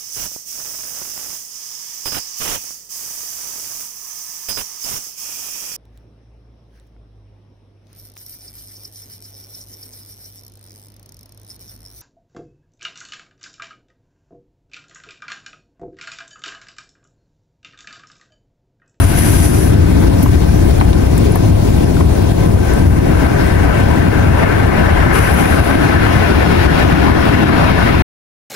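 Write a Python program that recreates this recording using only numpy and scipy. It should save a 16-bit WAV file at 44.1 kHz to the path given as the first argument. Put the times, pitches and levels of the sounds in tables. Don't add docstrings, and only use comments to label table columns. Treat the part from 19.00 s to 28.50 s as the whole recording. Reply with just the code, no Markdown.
import sys
import numpy as np
from scipy import signal
from scipy.fft import rfft, irfft, next_fast_len
from scipy.io import wavfile
from scipy.ndimage import uniform_filter1d

SR = 44100
rng = np.random.default_rng(int(sys.argv[2]) if len(sys.argv) > 2 else 0)


def store_wav(level_fs):
    pcm = np.round(np.clip(np.atleast_2d(level_fs), -1, 1) * 32767)
    wavfile.write(sys.argv[1], SR, pcm.T.astype(np.int16))


N = 418935
TIME_S = np.arange(N) / SR
WASH_REF_DB = -20


def amp(db):
    return 10 ** (np.asarray(db) / 20)


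def evened(x):
    return x / np.sqrt(np.mean(x ** 2) + 1e-20)


def follow(points):
    s, value = np.transpose(points)
    return np.interp(TIME_S, s, value)


def bump(peak_s, rise_s, fall_s):
    return np.interp(TIME_S, [peak_s - rise_s, peak_s, peak_s + fall_s], [0, 1, 0])


def read(points, hz):
    f, value = np.transpose(points)
    return np.interp(np.log(hz + 1), np.log(f + 1), value)


def resonances_db(hz, modes):
    return sum(db / (1 + (2 * (hz - mode_hz) / width_hz) ** 2) for mode_hz, width_hz, db in modes)


def noise(colour, patchy_db, patch_hz, patch_s, lag_ms, alike=0.9, modes=()):
    # centre in Hz, width in Hz, lift in dB.
    ports = [
        [(172, 32, 1.5), (320, 110, 0), (406, 130, 4), (676, 71, 9), (822, 53, 5.5), (1017, 220, 5.5),
         (1545, 120, 0.5), (1677, 47, 2), (9650, 1200, 8), (10550, 920, 7.5)],
        [(258, 60, 4), (578, 216, 10), (755, 33, 7.5), (1202, 140, 4), (1400, 67, -1.5), (1660, 190, -0.5),
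         (2140, 130, 2), (10500, 1200, 9), (11670, 1300, 5.5)],
    ]
    # frequency in Hz, difference in dB.
    lean = [(60, 6.5), (110, 3), (200, 5.5), (380, 6.5), (700, 4), (1290, 5), (2380, 9), (4400, 1),
            (8120, 3), (15000, 3)]
    # frequency in Hz, likeness 0-1 (scaled by alike).
    likeness = [(30, .98), (100, .99), (200, .95), (330, .8), (400, .82), (470, .7), (700, .68), (900, .35),
                (1200, .48), (3000, .52), (7000, .35), (14000, .3)]
    hop, size = 256, 1024
    frames, bins = N // hop + 5, size // 2 + 1

    a, b, c, d, patches = rng.standard_normal((frames, bins, 5)).T
    patches = uniform_filter1d(patches, max(round(patch_hz * size / SR), 1), axis=0)
    patches = evened(uniform_filter1d(patches, max(round(patch_s * SR / hop), 1), axis=1))
    spectra = np.array([a + 1j * b, c + 1j * d]) * amp(patchy_db * patches)
    white = signal.istft(spectra, nperseg=size, noverlap=size - hop)[1][:, :N]

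    length = next_fast_len(N)
    hz = np.fft.rfftfreq(length, 1 / SR)
    right, other = rfft(white, length)
    same = np.clip(alike * read(likeness, hz), 0, 1)
    late = np.exp(-2j * np.pi * hz * lag_ms / 1000)
    left = same * late * right + np.sqrt(1 - same ** 2) * other

    shape_db = read(colour, hz) + resonances_db(hz, modes)
    ports_db = np.array([resonances_db(hz, port) for port in ports]) + read(lean, hz) / [[2], [-2]]
    return evened(irfft(np.array([left, right]) * amp(shape_db + ports_db), length)[:, :N])


def breakers():
    # frequency in Hz, relative density in dB per Hz.
    boom_colour, rumble_colour = [(15, -8), (27, -3.5), (39, -4.5), (50, -1), (62, 5.5), (78, 5.5),
                                  (98, 5.5), (130, -3.5), (180, -6), (300, -50.5)], [(70, -18), (130, -1.5), (180, -3), (320, -3), (450, -12.5),
                                                (700, -22), (1100, -30), (2500, -35), (6000, -63.5)]
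    # time in seconds, level in dB.
    boom_swell, rumble_swell = [(0, -12.5), (1.8, -10), (2.3, -15.5), (3.0, -14), (3.33, -17), (4.3, -17.5),
                                (5.1, -16), (6.2, -14), (7.5, -14), (9, -15)], [(0, -16.5), (1.8, -15), (2.6, -17), (3.3, -21), (4, -18),
                                               (5.1, -20), (6.5, -16), (8.2, -12), (9, -17.5)]
    # peak time in seconds, lift of boom in dB, lift of rumble in dB.
    thuds = [(2.47, 1.5, 0), (3.5, 5, 2.5), (3.88, 8.5, 1.5), (5.27, 1, 1), (6.05, 1, 0)]
    rise_s, fall_s = 0.1, 0.29
    lull_s, lull_half_s, lull_db = 3.68, 0.063, -7

    dip_db = lull_db * bump(lull_s, lull_half_s, lull_half_s)
    boom_db = follow(boom_swell) + dip_db
    rumble_db = follow(rumble_swell) + dip_db
    for peak_s, boom_lift_db, rumble_lift_db in thuds:
        thud = bump(peak_s, rise_s, fall_s)
        boom_db += boom_lift_db * thud
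        rumble_db += rumble_lift_db * thud

    boom = amp(boom_db) * noise(boom_colour, 1.0, 100, 0.14, 0.9, alike=0.99)
    rumble = amp(rumble_db) * noise(rumble_colour, 1.65, 200, 0.12, 0.92, alike=0.98)
    return boom + rumble


def foam_levels():
    # time in seconds, wash level in dB.
    drain = [(0, -27.5), (.6, -32.5), (1.3, -34), (2, -36), (2.6, -41.5), (3.2, -39.5), (4.1, -29.5),
             (5, -26.5), (6, -21.5), (7, -18.5), (9, -19)]
    # peak time in seconds, lift in dB.
    surges = [(.25, 1), (4.7, 4), (5.44, 2.5), (5.9, 1), (6.2, 4), (6.75, -1), (7.65, -2), (7.8, 2),
              (8.4, -1), (8.62, 3.5)]
    rise_s, fall_s = 0.11, 0.12
    return follow(drain), sum(db * bump(peak_s, rise_s, fall_s) for peak_s, db in surges)


def foam():
    # frequency in Hz, relative density in dB per Hz.
    churn_colour, wash_colour, fizz_colour = [(200, -29), (330, 1), (450, 7.5), (700, -1.5), (1000, -3.5),
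                                              (1400, -15), (3000, -39)], [(400, -14.5), (800, -6), (1250, -3.5),
                                                             (1700, -0.5), (2600, -12), (4000, -28.5),
                                                             (8000, -54.5)], [(1500, -11.5), (2600, 2),
                                                                           (4000, -3), (5500, -8.5),
                                                                           (8000, -23), (12000, -21.5)]
    churn_ref_db, churn_db_per_db = -22, 0.39
    churn_start_db, churn_clears_s = -16.5, 1.8
    fizz_ref_db, fizz_db_per_db, fizz_lag_s = -33, 1.98, 0.41
    fizz_floor_db = -45
    opening_fizz_db, opening_fizz_s = -41.5, 0.6

    drain_db, surge_db = foam_levels()
    swing_db = drain_db - WASH_REF_DB
    churn_db = churn_ref_db + churn_db_per_db * swing_db + surge_db
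    churn_db += churn_start_db * bump(0, 1, churn_clears_s)
    late_swing_db = np.interp(TIME_S - fizz_lag_s, TIME_S, swing_db)
    fizz_gain = amp(fizz_ref_db + fizz_db_per_db * late_swing_db + surge_db)
    fizz_gain += amp(fizz_floor_db) + amp(opening_fizz_db) * bump(0, 1, opening_fizz_s)

    churn = amp(churn_db) * noise(churn_colour, 1.5, 250, 0.07, 0.98)
    wash = amp(drain_db + surge_db) * noise(wash_colour, 1.9, 500, 0.06, 1.383)
    fizz = fizz_gain * noise(fizz_colour, 1.0, 600, 0.04, 1.489)
    return churn + wash + fizz


def spray():
    # frequency in Hz, relative density in dB per Hz.
    colour = [(1500, -19), (3500, -4.5), (6000, -5), (8000, -11), (12500, -17.5), (16000, -10)]
    # time in seconds, level in dB.
    level = [(0, -42.5), (1.2, -35), (3, -39), (4.5, -40.5), (6.2, -43), (7.3, -38), (8, -42), (9, -45.5)]
    return amp(follow(level)) * noise(colour, 1.8, 1500, 0.04, 1.42, alike=0.72)


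def hollow_note():
    ref_db, db_per_db = -31.5, 0.83
    start_hz, width_hz, sink_hz = 1542, 90, 80.8
    sinks_s, sink_time_s, fade_db_per_s = 7.0, 0.4, 2
    late_s = np.maximum(TIME_S - sinks_s, 0)
    hz = start_hz - sink_hz * np.minimum(late_s / sink_time_s, 1)
    drain_db, _ = foam_levels()
    db = ref_db + db_per_db * (drain_db - WASH_REF_DB) - fade_db_per_s * late_s

    r = np.exp(-np.pi * width_hz / SR)
    white = rng.standard_normal(N) + 1j * rng.standard_normal(N)
    slow = signal.lfilter([1], [1, -2 * r, r ** 2], white)
    tone = evened((slow * np.exp(2j * np.pi * np.cumsum(hz) / SR)).real)
    return amp(db + np.array([[3.0], [-5.0]])) * tone


def taps(events):
    out = np.zeros((2, N))
    t = np.arange(4096) / SR
    hz = np.fft.rfftfreq(len(t), 1 / SR)
    for start_s, db, pitch_hz, width_oct, t60_s, pan_db in events:
        burst = rng.standard_normal((2, len(t)))
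        colour = np.exp(-(np.log2((hz + 1) / pitch_hz) / width_oct) ** 2)
        envelope = amp(db - 60 * t / t60_s) * np.minimum(t / (0.025 * t60_s), 1)
        tap = evened(irfft(rfft(burst) * colour)) * envelope
        at = round(start_s * SR)
        out[:, at:at + len(t)] += tap * amp([[pan_db / 2], [-pan_db / 2]])
    return out


def knocks():
    # start in seconds, level in dB, pitch in Hz, left above right in dB.
    hits = [(1.259, -19.5, 1000, 3), (1.811, -13, 990, 3), (2.357, -16, 860, 6), (2.967, -30.5, 1400, 12),
            (3.007, -21.5, 1100, 9)]
    # multiple of the pitch, level in dB, 1/e half-width in octaves, t60 in seconds.
    parts = [(1, 2.5, .33, 0.042), (2.1, -9.5, 0.48, .047)]
    return taps([(start_s, db + part_db, hz * multiple, width_oct, t60_s, pan_db)
                 for start_s, db, hz, pan_db in hits
                 for multiple, part_db, width_oct, t60_s in parts])


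def ticks():
    # start in seconds, level in dB, pitch in Hz, 1/e half-width in octaves, left above right in dB.
    hits = [(1.227, -22.5, 11000, .6, -1), (1.8, -28, 3900, .2, -4), (1.93, -21, 3000, 1.1, 5.5),
            (2.178, -22, 9300, 0.73, 8), (2.318, -25, 10700, .08, 1), (2.356, -23.5, 10900, .45, 11),
            (2.372, -29, 10500, .12, 2), (3.736, -30, 9600, .4, 7), (6.339, -24, 11500, .35, 7)]
    return taps([(start_s, db, hz, width_oct, 0.019 + 0.002 / width_oct, pan_db)
                 for start_s, db, hz, width_oct, pan_db in hits])


def rustle():
    # start in seconds, hold in seconds, release in seconds, level in dB.
    strokes = [(-.02, 0.091, .1, -26), (0.151, .28, .08, -22.5), (0.521, 0.058, .12, -25),
               (6.115, 0.083, 0.065, -27), (6.26, 0.062, .1, -31), (6.368, 0.14, .25, -32),
               (6.622, 0.54, 0.37, -41)]
    # frequency in Hz, relative density in dB per Hz.
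    colour = [(2000, 0.5), (4500, -6), (6500, -3), (8000, -4), (11000, -0.5), (13500, -4), (16000, -14.5)]
    # centre in Hz, width in Hz, lift in dB.
    casing = [(4070, 250, 2), (4920, 300, 6.5), (5920, 240, 9)]
    rise_s = 0.039
    gain = np.zeros(N)
    for start_s, hold_s, release_s, db in strokes:
        corners_s = start_s + np.cumsum([0, rise_s, hold_s, release_s])
        gain += amp(db) * np.interp(TIME_S, corners_s, [0, 1, 1, 0])
    slips_db = 0.96 * evened(uniform_filter1d(rng.standard_normal(N), size=60))
    skin = noise(colour, 0.91, 900, 0.061, 0.39, alike=0.24, modes=casing)
    return uniform_filter1d(gain, size=300) * evened(amp(slips_db) * skin)


def clink():
    # frequency in Hz, level in dB, t60 in seconds.
    modes = [(10600, 1, 0.044), (11300, -2, .09), (11750, -8, 0.074), (12300, -9, .05), (12820, -4, 0.14),
             (13500, -5, .12)]
    # level of one port in dB, left then right.
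    port_db = [
        [-26],
        [-23],
    ]
    t = np.maximum(TIME_S - 1.226, 0)
    ring = sum(amp(db - 60 * t / t60_s) * np.sin(2 * np.pi * (hz * t + rng.random()))
               for hz, db, t60_s in modes)
    return amp(port_db) * ring * np.minimum(t / 0.003, 1)


def hollow(x):
    t = np.arange(4096) / SR
    cloud = uniform_filter1d(rng.standard_normal((2, len(t))), size=4)
    cloud = cloud * amp(-60 * t / 0.06) * (t > 0.002)
    cloud = np.diff(cloud, prepend=0)
    cloud = cloud / np.linalg.norm(cloud, axis=1)[:, None]
    return x + amp(-9.0) * signal.oaconvolve(x, cloud, axes=1)[:, :N]


def scene():
    sea = breakers() + foam() + spray() + hollow_note()
    return hollow(sea + knocks() + ticks()) + rustle() + clink()


def record(dry):
    end_s, fade_s, edge_hz = 9.023, 0.0024, 15720
    threshold_db, share = -0.91, 0.84
    loud = dry * amp(6.0)
    peak_db = 20 * np.log10(abs(loud).max(0) + 1e-9)
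    fall_db = 67.0 * TIME_S
    held_peak_db = np.maximum.accumulate(peak_db + fall_db) - fall_db
    over_db = np.maximum(held_peak_db - threshold_db, 0)
    held = np.clip(loud / amp(share * uniform_filter1d(over_db, size=40)), -1, 1)
    held = held * np.clip((end_s - TIME_S) / fade_s, 0, 1)
    lowpass = signal.firwin(1501, edge_hz, window=("kaiser", 9), fs=SR)
    return np.clip(signal.oaconvolve(held, lowpass[None], "same", axes=1), -1, 1)


dry = scene()
out = record(dry)
store_wav(out)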